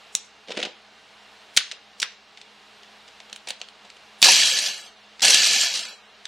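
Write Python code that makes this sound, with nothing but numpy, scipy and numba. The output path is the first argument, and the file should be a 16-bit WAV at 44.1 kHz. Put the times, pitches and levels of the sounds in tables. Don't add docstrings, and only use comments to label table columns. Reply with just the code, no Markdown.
import sys
import numpy as np
from scipy import signal
from scipy.fft import rfft, irfft, next_fast_len
from scipy.io import wavfile
from scipy.ndimage import uniform_filter1d
from numba import njit

SR = 44100
rng = np.random.default_rng(int(sys.argv[2]) if len(sys.argv) > 2 else 0)


def put_to_file(sound):
    columns = np.atleast_2d(sound).T
    safe = np.clip(columns, -1, 1)
    whole_steps = np.round(safe * 32767)
    wavfile.write(sys.argv[1], SR, whole_steps.astype(np.int16))


N = 276727
LEFT_RIGHT = np.array([[1], [-1]])


def undb(db):
    return 10 ** (np.asarray(db) / 20)


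def unit(x):
    return x / np.sqrt(np.mean(x ** 2))


def filtered(x, order, cut_hz, kind="low"):
    return signal.sosfilt(signal.butter(order, cut_hz, kind, fs=SR, output="sos"), x)


def read(table, hz):
    f, v = np.transpose(table)
    return np.interp(np.log(np.maximum(hz, 1)), np.log(f), v)


def colour(x, table, modes=()):
    size = next_fast_len(x.shape[-1])
    hz = np.arange(size // 2 + 1) * SR / size
    gain = undb(read(table, hz))
    for centre_hz, width_hz, db in modes:
        detune = 2 * (hz - centre_hz) / width_hz
        gain = gain * (1 + 2 * undb(db) / (1 + detune ** 2))
    return irfft(rfft(x, size) * gain, size)[..., :x.shape[-1]]


@njit
def rings(n, start, step, decay, size):
    y = np.zeros(n)
    for k in range(len(start)):
        z, p, soft = size[k] + 0j, decay[k] * np.exp(1j * step[k]), 1.
        for i in range(start[k], min(n, start[k] + int(-6 / np.log(decay[k])))):
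            y[i] += z.imag * (1 - soft)
            z *= p
            soft *= decay[k] ** 4
    return y


@njit
def follow(x, release):
    y, e = np.empty(len(x)), 0.
    for i in range(len(x)):
        e = max(x[i], e - release)
        y[i] = e
    return y


def shower(s, hz, cycles, size):
    hz = np.clip(hz, 60, .42 * SR)
    start = (np.clip(s, 0, N / SR) * SR).astype(np.int64)
    return rings(N, start, 2 * np.pi * hz / SR, np.exp(-hz / cycles / SR), size)


def knocks(s, db, hz, edge_db, thud_db, ms, lead, thud_hz, smear=1.0, soft=0.97, count=60):
    s, db, hz, edge_db, thud_db, ms = np.array(np.broadcast_arrays(s, db, hz, edge_db, thud_db, ms))[:, :, None]
    length_s = smear * np.clip(ms, 1, 12) / 1000
    parts = (
        (hz, 1.2, 1.6, db + 2.5),
        (9000 + 0 * hz, .6, 2.5, db + edge_db + 0.23),
        (thud_hz + 0 * hz, .9, 1.3, db + thud_db + 0.15))
    out = 0
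    for centre_hz, spread, cycles, part_db in parts:
        late, more, order, sign = rng.random((len(s), 4, count)).transpose(1, 0, 2)
        place = (np.argsort(order) + order) / count * 2 - 1
        pitch = centre_hz * 2 ** (spread * (place + place ** 3) / 2)
        delay = -.25 * (np.log(1 - late) * (2 - soft) + np.log(1 - more) * soft)
        when = s + length_s * (delay - lead)
        share = np.sqrt(4 * length_s * pitch / cycles / count)
        size = undb(part_db - 5.9 * place ** 2) * share * np.sign(sign - .5)
        out = out + shower(when.ravel(), pitch.ravel(), cycles, size.ravel())
    return out


def grains(per_s, lo_hz, hi_hz, cycles, scatter_db):
    s, pitch, size = rng.random((3, int(per_s * N / SR)))
    hz = lo_hz + (hi_hz - lo_hz) * pitch
    return shower(s * N / SR, hz, cycles, undb(-scatter_db * np.log(size)) * np.sqrt(hz / hi_hz))


# f/Hz, level/dB per Hz
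HISS_SPECTRUM = [(15, -52.5), (25, -13), (48, -21.5), (175, -11), (206, 0.5), (242, -13), (301, -5),
                 (344, -11.5), (427, 1.5), (560, -6.5), (624, 1.5), (911, -0.5), (3920, -2.5),
                 (7920, -18.5), (16000, -38.5)]
# f/Hz, likeness/0-1
HISS_LIKENESS = [(60, 0.95), (130, 0.51), (290, 1), (640, 0.93), (1410, 0.8), (3100, 0.3), (6820, 1),
                 (15000, 0.77)]
# f/Hz, level/dB rms
FRIDGE_HUM = [(59.5, -78), (120, -79), (211, -68), (800, -67), (2790, -65.5), (2850, -67)]


def background(loud):
    t = np.arange(N) / SR
    mid, side = colour(rng.standard_normal((2, N)), HISS_SPECTRUM)
    side_db = [(hz, 10 * np.log10(np.clip((1 - c) / (1 + c), 1e-3, 1))) for hz, c in HISS_LIKENESS]
    side = colour(side, side_db) * undb(-6.5)
    hiss = (mid + side * LEFT_RIGHT) * undb(-50.5) / np.sqrt(np.mean(mid ** 2))

    loud_db = 10 * np.log10(uniform_filter1d(loud ** 2, size=441) + 1e-12)
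    over = np.clip((loud_db + 45) / 25, 0, 1)
    duck = uniform_filter1d(follow(over, 1.3 / SR), size=2000)
    bass = filtered(hiss, 1, 1200)
    top = filtered(hiss, 2, 6000, "high")
    middle = hiss - bass - top
    hiss = bass * undb(-2.5 * duck) + middle * undb(-4.5 * duck) + top * undb(-8.0 * duck)

    waver = unit(uniform_filter1d(rng.standard_normal((len(FRIDGE_HUM), N)), size=2500))
    hum = sum(undb(db + 1.5 + 1.7 * w) * np.sin(2 * np.pi * hz * t) for (hz, db), w in zip(FRIDGE_HUM, waver))
    return (hiss + hum * undb(-2.5 * duck)) * undb([[-.45], [.45]])


# t/s, level/dB, ring centre f/Hz, bright edge/dB re level, length/ms
LATCH_CLICKS = [(0.1519, -7.5, 5280, -8, 1.5), (1.5678, -18.5, 4500, -6, 4.4), (1.572, -12, 7000, -4, 2.7),
                (1.5756, -4, 3750, -14, 4.6), (1.7157, -24, 3610, -42, 3), (1.7221, -28.5, 3580, -32, 5),
                (2.003, -23.5, 5400, -14, 5), (2.019, -22, 3960, -8.5, 2.36),
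                (2.0226, -21, 4400, -9.5, 3.9), (2.0293, -9.5, 3000, -17, 2.6),
                (2.0343, -26.5, 3380, -9, 5), (4.214, -44, 3500, -20.5, 1.1), (4.2201, -13, 4840, -6, 4.1),
                (4.2287, -0.5, 3500, -16.5, 3.5), (5.1966, -29, 3280, -27, 2.3),
                (5.2074, -28, 3500, -30, 2.4), (5.8546, -29.5, 3300, -12, 5.9),
                (6.2557, -24.5, 3460, -16, 2.8)]


def clicks():
    s, db, hz, edge_db, ms = np.transpose(LATCH_CLICKS)
    return knocks(s, db, hz, edge_db, -58 - db, ms, lead=0.66, thud_hz=560, count=120)


def kitchen(hands, chopper):
    t60_s, treble_t60_s, room_db = 0.29, 0.12, -11.5
    smear_hz, smear_s = 220, .004
    t = np.arange(int(.7 * SR)) / SR
    noise = rng.standard_normal((3, len(t))) * np.minimum(t / 0.001, 1)
    dull = filtered(noise, 2, 6000)
    tail = dull * undb(-60 * t / t60_s) + (noise - dull) * undb(-60 * t / treble_t60_s)
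    side = undb(9) * filtered(tail[1], 2, 7000, "high") + 1.1 * tail[2]
    pair = (tail[0] + 0.33 * side * LEFT_RIGHT) / np.sqrt(np.sum(tail[0] ** 2))
    knock, grind = (signal.fftconvolve(x[None], pair, axes=1)[:, :N] for x in (hands, chopper))

    wander = unit(uniform_filter1d(rng.standard_normal(N), size=int(smear_s * SR)))
    drift = 2 * np.pi * np.cumsum(smear_hz * wander) / SR
    bass = filtered(knock, 2, 1000)
    blurred = (signal.hilbert(knock - bass, next_fast_len(N))[:, :N] * np.exp(1j * drift)).real
    return undb(room_db) * (bass + filtered(blurred, 2, 700, "high") + grind)


# t/s, scrape/dB, thud/dB, length/ms
CUP_JUDDER = [(0.478, -44.5, -48, 6.3), (0.4856, -34.5, -34, 3.2), (0.4952, -38, -29.5, 4.6),
              (0.5067, -29.5, -25, 3.7), (0.5157, -30.5, -35, 3), (0.5219, -26.5, -40, 4.4),
              (0.5272, -45, -34, 4.5), (0.5437, -50, -39, 7), (0.5545, -39, -42.5, 8.2),
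              (0.566, -37, -37, 3), (0.5722, -25.5, -23.5, 3), (0.5764, -23.5, -20, 3.9),
              (0.5921, -31.5, -27.5, 6.6), (0.598, -31, -23, 4.8), (0.6036, -27.5, -30.5, 4.9),
              (0.618, -30.5, -32.5, 6), (0.6291, -19, -34, 2.33), (0.6342, -23, -23.5, 7),
              (0.6555, -27.5, -28.5, 8.3), (0.6719, -48, -27.5, 4.8), (0.6915, -46.5, -45.5, 6.9),
              (0.715, -49, -46.5, 7.5)]


def judder():
    s, db, thud_db, ms = np.transpose(CUP_JUDDER)
    return knocks(s, db, 3010, -24, thud_db - db, ms, lead=0.49, thud_hz=506, smear=1.3, soft=.7)


def thumps():
    t = np.arange(N) / SR
    latch = undb(-38.0) * np.exp(-((t - 1.575) / 0.0019) ** 2)
    motor = undb(-55) * np.exp(-((t - 5.25) / 0.0029) ** 2)
    return latch + motor


# t/s, level/dB, bright edge/dB re level, body thud/dB re level, length/ms
FINGER_GRIPS = [(1.7306, -43.5, -19, 3, 2.25), (2.3749, -38, -29, -10.5, 5.9),
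                (2.415, -35, -31, -12.5, 2.9), (2.8336, -41, -27, -31.5, 2.2),
                (3.0808, -44.5, -24, -17.5, 13), (3.2027, -35.5, -21, -5.5, 3),
                (3.2981, -41, -24.5, 2.5, 3.1), (3.3291, -26.5, -10, -20, 3.2),
                (3.3617, -30.5, -5, -15, 2.5), (3.4743, -29, -26, -4.5, 6.9),
                (3.4877, -28.5, -3, -25.5, 7.5), (3.4978, -32.5, -13.5, -6, 3.7),
                (3.506, -22, -6.5, -8, 4.4), (3.6042, -44.5, -21, 1, 6.1), (3.6156, -25, -46, -4, 2.4),
                (3.687, -34.5, -33, -10, 2), (3.8504, -47, -31, 4.5, 11), (3.902, -32, -33, -28.5, 1.1),
                (3.9683, -44.5, -16, -2, 4.7), (4.867, -47.5, -6, -18, 12)]


def grips():
    s, db, edge_db, thud_db, ms = np.transpose(FINGER_GRIPS)
    return knocks(s, db, 3470, edge_db, thud_db, ms, lead=.35, thud_hz=716, soft=.4)


# start t/s, crumb level/dB, thinning/dB per s, run/s, coast/s
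MOTOR_PULSES = [
    (4.228, -11, -33, 0.46, .19),
    (5.219, -14, -16.5, .44, 0.27),
]
# f/Hz, level/dB per Hz
CUP_SPECTRUM = [(590, -51), (1000, -34), (1480, -14), (1690, -2), (1920, -6), (2290, 3), (3400, 4),
                (3660, -6), (4040, -1), (6060, -1), (9000, -16.5), (11700, -47), (19800, -120)]
# f/Hz, width/Hz, level/dB
CUP_RESONANCES = [(1607, 280, -14.5), (1729, 90, -6), (3330, 200, -25.5), (3930, 360, -3.5),
                  (4560, 400, -5), (5900, 500, -11), (7590, 98, 2)]
# f/Hz, level/dB per Hz
BASE_SPECTRUM = [(59, -81), (100, -34.5), (164, -10.5), (194, -10.5), (341, -8.5), (738, 2.5), (1040, -6.5),
                 (1400, 0.5), (1820, -3.5), (3080, -120)]
# f/Hz, level/dB per Hz
DUST_SPECTRUM = [(3820, -37), (6500, 1.5), (7610, -1), (8990, -4), (9880, -7), (10700, 0.5), (12600, -3),
                 (16000, -25.5)]


def grinding():
    t = np.arange(N) / SR
    sweep = undb(unit(filtered(rng.standard_normal(N), 1, (30, 160), "band")))
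    crumbs = grains(per_s=5000, lo_hz=861, hi_hz=9525, cycles=5.45, scatter_db=0.5)
    crumbs = unit(sweep * colour(crumbs, CUP_SPECTRUM, CUP_RESONANCES))
    rumble = grains(per_s=900, lo_hz=114.5, hi_hz=1513, cycles=4.7, scatter_db=2.0)
    rumble = unit(colour(rumble, BASE_SPECTRUM))
    dust = grains(per_s=6000, lo_hz=5660, hi_hz=16160, cycles=3.3, scatter_db=3.5)
    dust = unit(sweep * colour(dust, DUST_SPECTRUM))

    out = np.zeros(N)
    for start_s, db, thin_db_per_s, run_s, coast_s in MOTOR_PULSES:
        since = np.maximum(t - start_s, 0)
        running = np.minimum(since, run_s)
        coast = np.clip(since - run_s, 0, coast_s)
        slowed = coast / coast_s
        stopped = np.maximum(since - run_s - coast_s, 0)
        spin_up_db = -5 * np.exp(-since / 0.0083)
        release_db = -3 * (1 - np.exp(-coast / .015))
        level_db = db + spin_up_db + thin_db_per_s * running + release_db - 18.5 * slowed - 330 * stopped

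        kick = np.exp(-since / 0.054)
        rumble_db = -20 + 15 * kick + 7.5 * running + 10.5 * slowed
        dust_db = -8 + 0.5 * kick - 2 * slowed
        build = 1 - np.exp(-since / 0.013)
        mix = crumbs + undb(rumble_db) * build * rumble + undb(dust_db) * dust
        out += (t > start_s) * undb(level_db) * mix
    return out


# t/s, level/dB, length/ms
BLADE_SNAPS = [(4.2398, -15, 2.3), (4.2472, -5, 8.8), (4.2907, -8.5, 9.6), (4.31, -17, 3),
               (4.3215, -10.5, 3.9), (4.3436, -10.5, 2.36), (4.3852, -24.5, 5.6), (4.4006, -14.5, 7.3),
               (4.4168, -12.5, 5.3), (4.4288, -19, 1.4), (4.4375, -7.5, 0.84), (4.4764, -16.5, 13),
               (4.491, -23, 2.7), (4.5056, -37, 14), (4.5753, -17, 14), (4.5904, -12.5, 5.5),
               (4.5969, -27, 10), (4.63, -23, 7), (4.6639, -14.5, 4.2),
               (5.223, -18, 4.3), (5.23, -15, 7.3), (5.2535, -7.5, 7), (5.2844, -7, 4.5),
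                (5.3037, -10.5, 7.5), (5.3326, -17, 7.5), (5.3463, -6.5, 7), (5.3902, -21, 13.7),
                (5.424, -21, 8.2), (5.436, -14.5, 10.5), (5.4653, -12.5, 8.8), (5.535, -10.5, 3.7),
                (5.5619, -13.5, 5.9), (5.6116, -20.5, 13), (5.6267, -16, 3.5), (5.6365, -16, 4.2),
                (5.6616, -22.5, 2.4), (5.6982, -30.5, 6.8), (5.7454, -21.5, 12), (5.7588, -20.5, 13.8),
                (5.7754, -20.5, 8.8), (5.7948, -20.5, 5.8), (5.812, -30, 14), (5.832, -30, 12),
                (5.885, -38, 14)]


def snaps():
    s, db, ms = np.transpose(BLADE_SNAPS)
    return undb(-2.5) * knocks(s, db, 4400, -13, -27, ms, lead=.55, thud_hz=780)


# f/Hz, level/dB
MIC_RESPONSE = [(60, -47), (130, -17.5), (190, 1.5), (300, -4.5), (9000, 0.5), (12000, -13), (16000, 0)]


def scene():
    hands = clicks() + judder() + grips()
    chopper = grinding() + snaps()
    hands, chopper = colour(np.array([hands, chopper]), MIC_RESPONSE)
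    near = hands * undb([[-.4], [.4]]) + chopper * undb([[-.08], [.08]]) + thumps() * undb([[-1.6], [1.6]])
    return near + kitchen(hands, chopper) + background(hands + chopper)


# f/Hz, step/dB
ROUNDING_STEP = [(150, -22), (1000, -11), (3000, -6), (6000, -2), (9000, 3), (12000, 6), (16000, 8)]
# f/Hz, in quiet/spreads, when drained/spreads
MID_KEPT = [(9000, 4, 4), (11500, 4, 1.4), (14000, 3, .8), (14800, 2, -.7), (16000, 2, -1)]
# f/Hz, in quiet/spreads, when drained/spreads
SIDE_KEPT = [(900, 3, 1.2), (1100, 3, -1.1), (3300, 3, -.9), (3700, 3, 3), (6200, 3, 3), (6400, -2, -.2),
             (10000, -1, .2), (15500, -1, -1.3)]
# f/Hz, lift/dB
SIDE_TREBLE = [(1500, 0), (6000, 0), (7000, 7), (12000, 9)]


def coarse(x, memory_s, patchy_db):
    frame = dict(fs=SR, window="cosine", nperseg=2048, noverlap=1024)
    hz, t, z = signal.stft(np.array([x[0] + x[1], colour(x[0] - x[1], SIDE_TREBLE)]) / 2, **frame)
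    hop_s = t[1] - t[0]
    power = np.abs(z) ** 2 + 1e-18
    loudness = power[0].mean(axis=0)
    over_db = 10 * np.log10(loudness / np.median(loudness))
    keep = np.exp(-hop_s / memory_s)
    held_db = follow(over_db, 200 * hop_s)
    recent_db = signal.lfilter([1 - keep], [1, -keep], held_db)
    drained_db = .3 * recent_db + .5 * (recent_db - over_db)
    strain = np.clip(np.minimum(held_db, np.roll(held_db, 1)) / 36, 0, 1)
    fresh = np.clip(over_db - np.roll(over_db, 2) - 4, 0, 4)
    starved_db = 5 * strain * (hz > 9000)[:, None] - 3 * fresh

    band = (40 * np.log1p(hz / 4000)).astype(int)
    chance = uniform_filter1d(rng.standard_normal((2, 2, band[-1] + 1, len(t))), size=2)
    step_db = np.minimum(read(ROUNDING_STEP, hz)[:, None] + drained_db + starved_db, 8.5)
    step_db = step_db + patchy_db * chance[0][:, band]
    step = np.sqrt(uniform_filter1d(power, size=41, axis=1)) * undb(step_db)

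    odds = []
    for table in (MID_KEPT, SIDE_KEPT):
        quiet = read(np.array(table)[:, [0, 1]], hz)[:, None]
        drained = read(np.array(table)[:, [0, 2]], hz)[:, None]
        odds.append(quiet * (1 - strain) + drained * strain)
    kept = np.array(odds) + fresh + np.sqrt(2) * chance[1][:, band // 2] > 0
    z = z * (hz < 15900)[:, None] * kept
    lines = np.abs(z) / step + 1e-9
    rounded = z * np.floor(lines ** .75 + .4) ** (4 / 3) / lines
    mid, side = signal.istft(rounded, **frame)[1][:, :N]
    return np.array([mid + side, mid - side])


def roll_off(x):
    return signal.sosfilt(signal.butter(12, 16330, fs=SR, output="sos"), x)


def record(dry):
    excess = filtered(dry - np.clip(dry, -.97, .97), 2, 250, "high")
    stored = coarse(dry - excess, memory_s=.3, patchy_db=4.2)
    return roll_off(stored)


dry = scene()
out = record(dry)
put_to_file(out)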